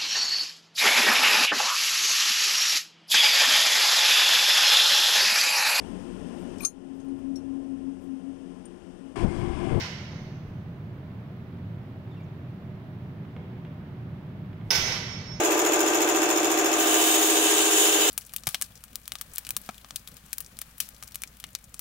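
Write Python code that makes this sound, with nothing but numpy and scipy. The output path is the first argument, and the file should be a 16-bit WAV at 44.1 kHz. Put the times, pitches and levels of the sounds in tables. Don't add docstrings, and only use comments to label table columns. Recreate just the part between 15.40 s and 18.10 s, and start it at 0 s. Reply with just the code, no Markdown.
import sys
import numpy as np
from scipy import signal
from scipy.fft import rfft, irfft, next_fast_len
from scipy.io import wavfile
from scipy.ndimage import uniform_filter1d, map_coordinates

SR = 44100
rng = np.random.default_rng(int(sys.argv[2]) if len(sys.argv) > 2 else 0)


def generate_wav(sig):
    pcm = np.round(np.clip(np.atleast_2d(sig).T, -1, 1) * 32767).astype(np.int16)
    wavfile.write(sys.argv[1], SR, pcm)


def natural_amplitude(level_db):
    exponent = np.asarray(level_db, float) / 20
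    return 10 ** exponent


N = 119070

SHAFT_HZ = 14.06
FLOOR_HZ = 500


def unit(x):
    return x / np.sqrt(np.mean(x ** 2) + 1e-20)


def along(points, hz):
    f, v = np.transpose(points)
    return np.interp(np.log(hz + 1), np.log(f + 1), v)


def curve(rows, column=1):
    rows = np.transpose(rows)
    return np.interp(np.arange(N) / SR, rows[0], rows[column])


def wobble(rate):
    return map_coordinates(rng.standard_normal(400), [np.arange(N) * rate / SR])


def filtered(x, response):
    m = next_fast_len(N + SR // 4)
    return irfft(rfft(x, m) * response(np.fft.rfftfreq(m, 1 / SR)), m)[..., :N]


def peaks(rows, hz, lift_db=0):
    power = sum(natural_amplitude(db + lift_db) ** 2 / (1 + (2 * (hz - c) / w) ** 2) for c, w, db in rows)
    return np.sqrt(1 + power)


def pair(a, b, alike):
    turn = np.arccos(np.clip(alike, -1, 1)) / 2
    middle, side = a * np.cos(turn), b * np.sin(turn)
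    return np.array([middle + side, middle - side])


# frequency in Hz, likeness from -1 to 1.
NOISE_ALIKE = [(60, 0.99), (130, 0.97), (290, 0.83), (640, 0.78), (1410, 0.1), (3100, -0.02), (6820, 0.036),
               (15000, -0.13)]


def rush(colour, patchy_db):
    hz, _, z = signal.stft(rng.standard_normal((2, N)), SR, nperseg=1024, noverlap=768)
    patches = uniform_filter1d(rng.standard_normal(z.shape[1:]), 9, 0)
    patches = uniform_filter1d(patches, 12, 1)
    z = pair(*z, along(NOISE_ALIKE, hz)[:, None]) * natural_amplitude(patchy_db * unit(patches))
    noise = signal.istft(z, nperseg=1024, noverlap=768)[1][:, :N]
    return unit(filtered(noise, colour))


# order, level in dB by the cylinders, at the second place, at the third, by the tank.
STRONG_ORDERS = [(19, -51, -48, -47, -54), (22, -39, -38, -39, -40), (23, -33, -31, -31, -35),
                 (24, -42, -41, -41, -47), (25, -33, -35, -57, -47), (26, -41, -42, -44, -49),
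                 (27, -48, -47, -50, -48), (28, -41, -39, -40, -49), (29, -36, -40, -37, -33),
                 (30, -51, -43, -42, -47), (31, -40, -50, -43, -39), (32, -38, -41, -49, -44),
                 (33, -44, -53, -46, -45), (35, -47, -52, -58, -61), (37, -48, -50, -64, -52),
                 (42, -41, -44, -47, -49), (43, -40, -40, -46, -47), (47, -50, -56, -47, -58),
                 (49, -41, -49, -50, -46), (50, -45, -46, -37, -57), (51, -51, -44, -40, -43),
                 (52, -48, -60, -54, -56), (53, -48, -42, -47, -59), (54, -45, -47, -47, -47),
                 (55, -45, -41, -49, -58), (56, -45, -58, -42, -44), (57, -48, -54, -55, -70),
                 (61, -43, -48, -54, -50), (62, -47, -54, -51, -52), (64, -51, -54, -62, -60),
                 (65, -50, -58, -53, -66), (68, -49, -54, -51, -52), (70, -46, -51, -47, -49),
                 (71, -46, -52, -73, -59), (77, -68, -46, -49, -51), (83, -59, -49, -54, -52),
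                 (84, -44, -51, -69, -56), (85, -54, -49, -42, -57), (87, -50, -57, -55, -58),
                 (113, -64, -56, -63, -49)]
# order, level in dB by the cylinders, level in dB by the tank.
LOW_ORDERS = [(4, -77, -85), (5, -71, -75), (6, -72, -75), (7, -77, -74), (8, -73, -82), (9, -65, -70),
              (10, -71, -72), (11, -68, -72), (12, -60, -68), (13, -62, -66), (14, -76, -78),
              (15, -75, -72), (16, -66, -68), (17, -68, -72), (18, -63, -62)]
PLACES_S = [.3, .95, 1.6, 2.35]
STROKES_NEAR = [(0.1889, 0.62), (0.2107, 0.48), (0.4352, 0.06), (0.5834, 0.33), (0.7499, 0.42),
                (0.8529, 0.33), (0.9535, 0.42)]
STROKES_MID = [(0.1915, 0.55), (0.2145, 0.49), (0.5833, 0.33), (0.7506, 0.57), (0.8546, 0.48),
               (0.9535, 0.47), (0.9624, 0.25)]
STROKES_PAST = [(0.2163, 0.51), (0.5342, 0.49), (0.584, 0.2), (0.7511, 0.67), (0.7795, 0.45),
                (0.9621, 0.36), (0.965, 0.57)]
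STROKES_FAR = [(0.0421, 0.44), (0.2286, 0.68), (0.2516, 0.58), (0.5493, 0.53), (0.6013, 0.32), (0.752, 0.6),
               (0.9654, 0.67)]
# frequency in Hz, likeness.
TURN_ALIKE = [(200, .98), (330, .87), (500, .75), (800, .5), (1000, .2), (1500, 0)]
UNEVEN_DB, UNEVEN_TURN, UNEVEN_S = .5, .06, .12


def thud():
    rows = STRONG_ORDERS + [(k, near, near, (near + far) / 2, far) for k, near, far in LOW_ORDERS]
    order, *order_db = np.transpose(rows)
    strokes = [STROKES_NEAR, STROKES_MID, STROKES_PAST, STROKES_FAR]
    pulses = [sum(g * np.exp(-2j * np.pi * order * s) for s, g in place) for place in strokes]
    timing = np.unwrap(np.angle(pulses), axis=0)
    side = np.tan(np.arccos(along(TURN_ALIKE, order * SHAFT_HZ)) / 2)
    side = side * np.sign(rng.standard_normal(len(order)))
    t = np.arange(N) / SR
    knots = np.arange(0, N / SR + UNEVEN_S, UNEVEN_S)
    out = np.zeros((2, N))
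    for k, level_db, lag, s in zip(order, np.transpose(order_db), timing.T, side):
        swell, slip = rng.standard_normal((2, len(knots)))
        level = np.interp(knots, PLACES_S, natural_amplitude(level_db)) * natural_amplitude(UNEVEN_DB * swell)
        angle = np.interp(t, knots, np.interp(knots, PLACES_S, lag) + UNEVEN_TURN * slip)
        tone = np.interp(t, knots, level) * np.exp(1j * (2 * np.pi * k * SHAFT_HZ * t + angle))
        out += [tone.real - s * tone.imag, tone.real + s * tone.imag]
    return np.sqrt(2) * out


# time in seconds, place from 0 (cylinders) to 1 (tank).
WALK = [
    (.5, 0),
    (1.35, .5),
    (2.2, 1),
]
# frequency in Hz, level in dB each.
WEAK_ORDERS = [(30, -82), (265, -54), (600, -53), (1200, -54), (1600, -57), (1800, -64), (2500, -62),
               (3400, -64)]
# frequency in Hz, change in dB.
WEAK_FAR = [(100, -5), (200, 6), (300, -12), (900, -4.5), (3000, -4)]
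DRIFT = .1


def crank():
    size, places = 2048, 9
    k = np.arange(size // 2 + 1)
    hz = k * SHAFT_HZ
    loose = np.exp(2j * np.pi * rng.random(len(k)))
    side = 1j * np.sign(rng.standard_normal(len(k)))
    played_by_thud = np.isin(k, [r[0] for r in STRONG_ORDERS + LOW_ORDERS])
    near, far = np.sqrt(rng.exponential(size=(2, len(k)))) * (k > 0) * (k < 245) * ~played_by_thud
    phase = np.arange(N) * SHAFT_HZ / SR % 1 * size
    place = np.linspace(0, places - 1, N)
    way = np.clip(curve(WALK), 0, 1)
    out = np.zeros((2, N))
    for p in range(places):
        w = way[min(N - 1, p * N // (places - 1))]
        level = natural_amplitude(along(WEAK_ORDERS, hz) + w * along(WEAK_FAR, hz)) * (near + w * (far - near))
        loose = loose * np.exp(2j * DRIFT * rng.standard_normal(len(k)))
        spectrum = pair(loose, loose * side, along(TURN_ALIKE, hz)) * level
        turn = irfft(spectrum, size) * size / np.sqrt(2)
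        fade = np.clip(1 - abs(place - p), 0, 1)
        out += fade * [np.interp(phase, np.arange(size + 1), np.append(c, c[0])) for c in turn]
    return out


# share of the turn, level in dB, left-right lean
# in dB, extra dB in the seat's ring.
VALVES = [
    (.505, -26.5, 4, -6),
    (.692, -27.5, -6.5, -2.5),
    (0.8, -30, 6, 3),
    (.87, -36, -3, -2),
    (0.049, -33.5, 2, 6),
]
# frequency in Hz, level in dB per Hz.
PLATE = [(1500, 4), (2500, 4.5), (3500, 3.5), (4500, -10.5), (7700, -3.5), (10500, -3.5), (13000, 0),
         (15700, -0.5)]
# centre in Hz, width in Hz, height in dB.
PLATE_RING = [(5290, 480, 10.5), (6700, 380, 2), (7095, 200, 6.5)]
# frequency in Hz, level in dB, t60 in seconds, index of the valve.
PING = [(12750, -41, .03, 1), (13500, -36, .04, 1), (6900, -38, .05, 1), (5350, -44, .025, 1),
        (12200, -42, .03, 0)]
PING_LEAN_DB = [-25, -18, 0, 6, -13]
SEAT_HZ = [5830, 7460]
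SEAT_FAR_DB = -0.5
TICK_SCATTER_DB, TICK_JITTER_S, PING_SCATTER = .7, .0002, .003
SLAP_S, TAIL_DB, TAIL_S = .045, -9, .25


def valves():
    lead = SR // 4
    env = np.zeros((2, 2, N + SR))
    ping = np.zeros((2, N + SR))
    t = np.arange(SR // 4) / SR
    ping_t = t[:2000]
    tail = natural_amplitude(2 * TAIL_DB - 120 * t / TAIL_S)
    slap = natural_amplitude(-120 * t / SLAP_S)
    for v, (share, db, lean_db, seat_db) in enumerate(VALVES):
        shape = np.array([[slap + tail], [natural_amplitude(2 * seat_db) * slap + natural_amplitude(seat_db) * tail]])
        modes = [p for p in zip(PING, PING_LEAN_DB) if p[0][3] == v]
        for n, (late, loud) in enumerate(rng.standard_normal((42, 2)), -3):
            i = round(((n + share) / SHAFT_HZ + TICK_JITTER_S * late) * SR) + lead
            tick_db = 2 * (db + TICK_SCATTER_DB * loud) + np.array([[lean_db], [-lean_db]])
            env[..., i:i + len(t)] += natural_amplitude(tick_db) * shape
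            for (hz, ring_db, ring_s, _), side_db in modes:
                c = rng.standard_normal(4)
                tone = np.sin(2 * np.pi * (hz * (1 + PING_SCATTER * c[0]) * ping_t + c[1:3, None]))
                sides_db = np.array([[side_db], [-side_db]]) / 2
                ping[:, i:i + 2000] += natural_amplitude(ring_db + c[3] - 60 * ping_t / ring_s + sides_db) * tone
    rattle = rush(lambda f: (f > FLOOR_HZ) * natural_amplitude(along(PLATE, f)) * peaks(PLATE_RING, f), .5)
    seat = filtered(rattle, lambda f: (f > SEAT_HZ[0]) * (f < SEAT_HZ[1]))
    wide, narrow = np.sqrt(env[..., lead:lead + N])
    slaps = wide * (rattle - seat) + natural_amplitude(SEAT_FAR_DB * curve(WALK)) * narrow * seat
    return filtered(slaps + ping[:, lead:lead + N], lambda f: f > FLOOR_HZ)


# time in seconds, flow in dB, top of the jet in dB, low pipe tone in dB.
BLEED = [(0, -71, 2, -2), (1.28, -68, -4, 8), (1.33, -43, -2, 2), (1.4, -31.5, 4, 2.5), (1.54, -27, 3, 0.5),
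         (1.7, -25.5, 2, 0.5), (1.82, -25.5, 2, -2.5), (2, -26, -3, 0), (2.1, -25, -3, 1.5),
         (2.2, -26, -7, 2), (2.3, -26, -9, -0.5), (2.42, -22, -3, -3), (2.55, -25, -3, 0.5),
         (2.62, -26, 0, 4.5), (2.7, -26.5, -1, 1)]
# frequency in Hz, level in dB per Hz.
JET = [(600, -50), (1800, -7), (3000, 2.5), (4000, -2), (4400, -4), (5200, -6.5), (9000, -10), (15700, -2)]
# centre in Hz, width in Hz, height in dB.
PIPE = [(2985, 114, -0.5), (3550, 620, -2), (7440, 110, -6), (8235, 340, 8.5), (9700, 510, 4.5),
        (11130, 190, 9), (12760, 240, 1), (14700, 430, 4)]
# their pitches in Hz, then their heights in dB.
WHISTLE_HZ = [2748, 3045, 3663, 3828, 6104, 6615, 6765, 6887, 7030, 8086]
WHISTLE_DB = [9, 7, 6, 4, 8, 4, 4, 5, 5, 4]
WHISTLE_WIDTH_HZ, PIPE_DB = 25, 6
LOW_HZ, HIGH_HZ = 4040, 14000


def bleed():
    flow_db = curve(BLEED) + .5 * wobble(14.9) + 0.6 * wobble(70)
    whistles = [(hz, WHISTLE_WIDTH_HZ, db) for hz, db in zip(WHISTLE_HZ, WHISTLE_DB)]

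    def colour(f):
        return (f > FLOOR_HZ) * natural_amplitude(along(JET, f)) * peaks(PIPE, f, PIPE_DB) * peaks(whistles, f)

    jet = rush(colour, 1.1)
    low = filtered(jet, lambda f: 1 / (1 + (f / LOW_HZ) ** 8))
    high = filtered(jet, lambda f: 1 - 1 / (1 + (f / HIGH_HZ) ** 8))
    top_gain, low_gain = natural_amplitude(curve(BLEED, column=2)), natural_amplitude(curve(BLEED, column=3))
    return natural_amplitude(flow_db) * (jet + (top_gain - 1) * high + (low_gain - 1) * low)


# frequency in Hz, level in dB per Hz.
FAN = [(30, -48), (200, -56), (300, -1), (700, -5), (1500, -6.5), (3500, -13.5), (4500, -19),
       (15700, -23.5)]
# centre in Hz, width in Hz, height in dB.
CASING = [(302, 140, -2), (770, 90, 0), (1193, 10, 3), (1584, 85, 5.5), (2304, 26, 6), (2640, 85, 10),
          (3505, 130, 5)]
FAN_DB = -29.5


def fan():
    air = rush(lambda f: natural_amplitude(along(FAN, f)) * peaks(CASING, f), 1)
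    return natural_amplitude(FAN_DB + 0.34 * wobble(2.95)) * air


def scene():
    return thud() + crank() + valves() + bleed() + fan()


def roll_off(x):
    return signal.sosfilt(signal.butter(12, 16780, fs=SR, output="sos"), x)


# centre in Hz, width in Hz, height in dB.
PORT = [(6790, 730, 16)]
# frequency in Hz, left-right difference in dB.
LEAN = [(200, -1), (700, 0), (2400, 1.5), (7000, 1), (10000, -1.5), (15000, -4)]
TOP_HZ = 15750


def record(dry):
    mix = filtered(dry, lambda f: peaks(PORT, f) * (f < TOP_HZ) * natural_amplitude(along(LEAN, f) * [[.5], [-.5]]))
    return roll_off(mix)


dry = scene()
out = record(dry)
generate_wav(out)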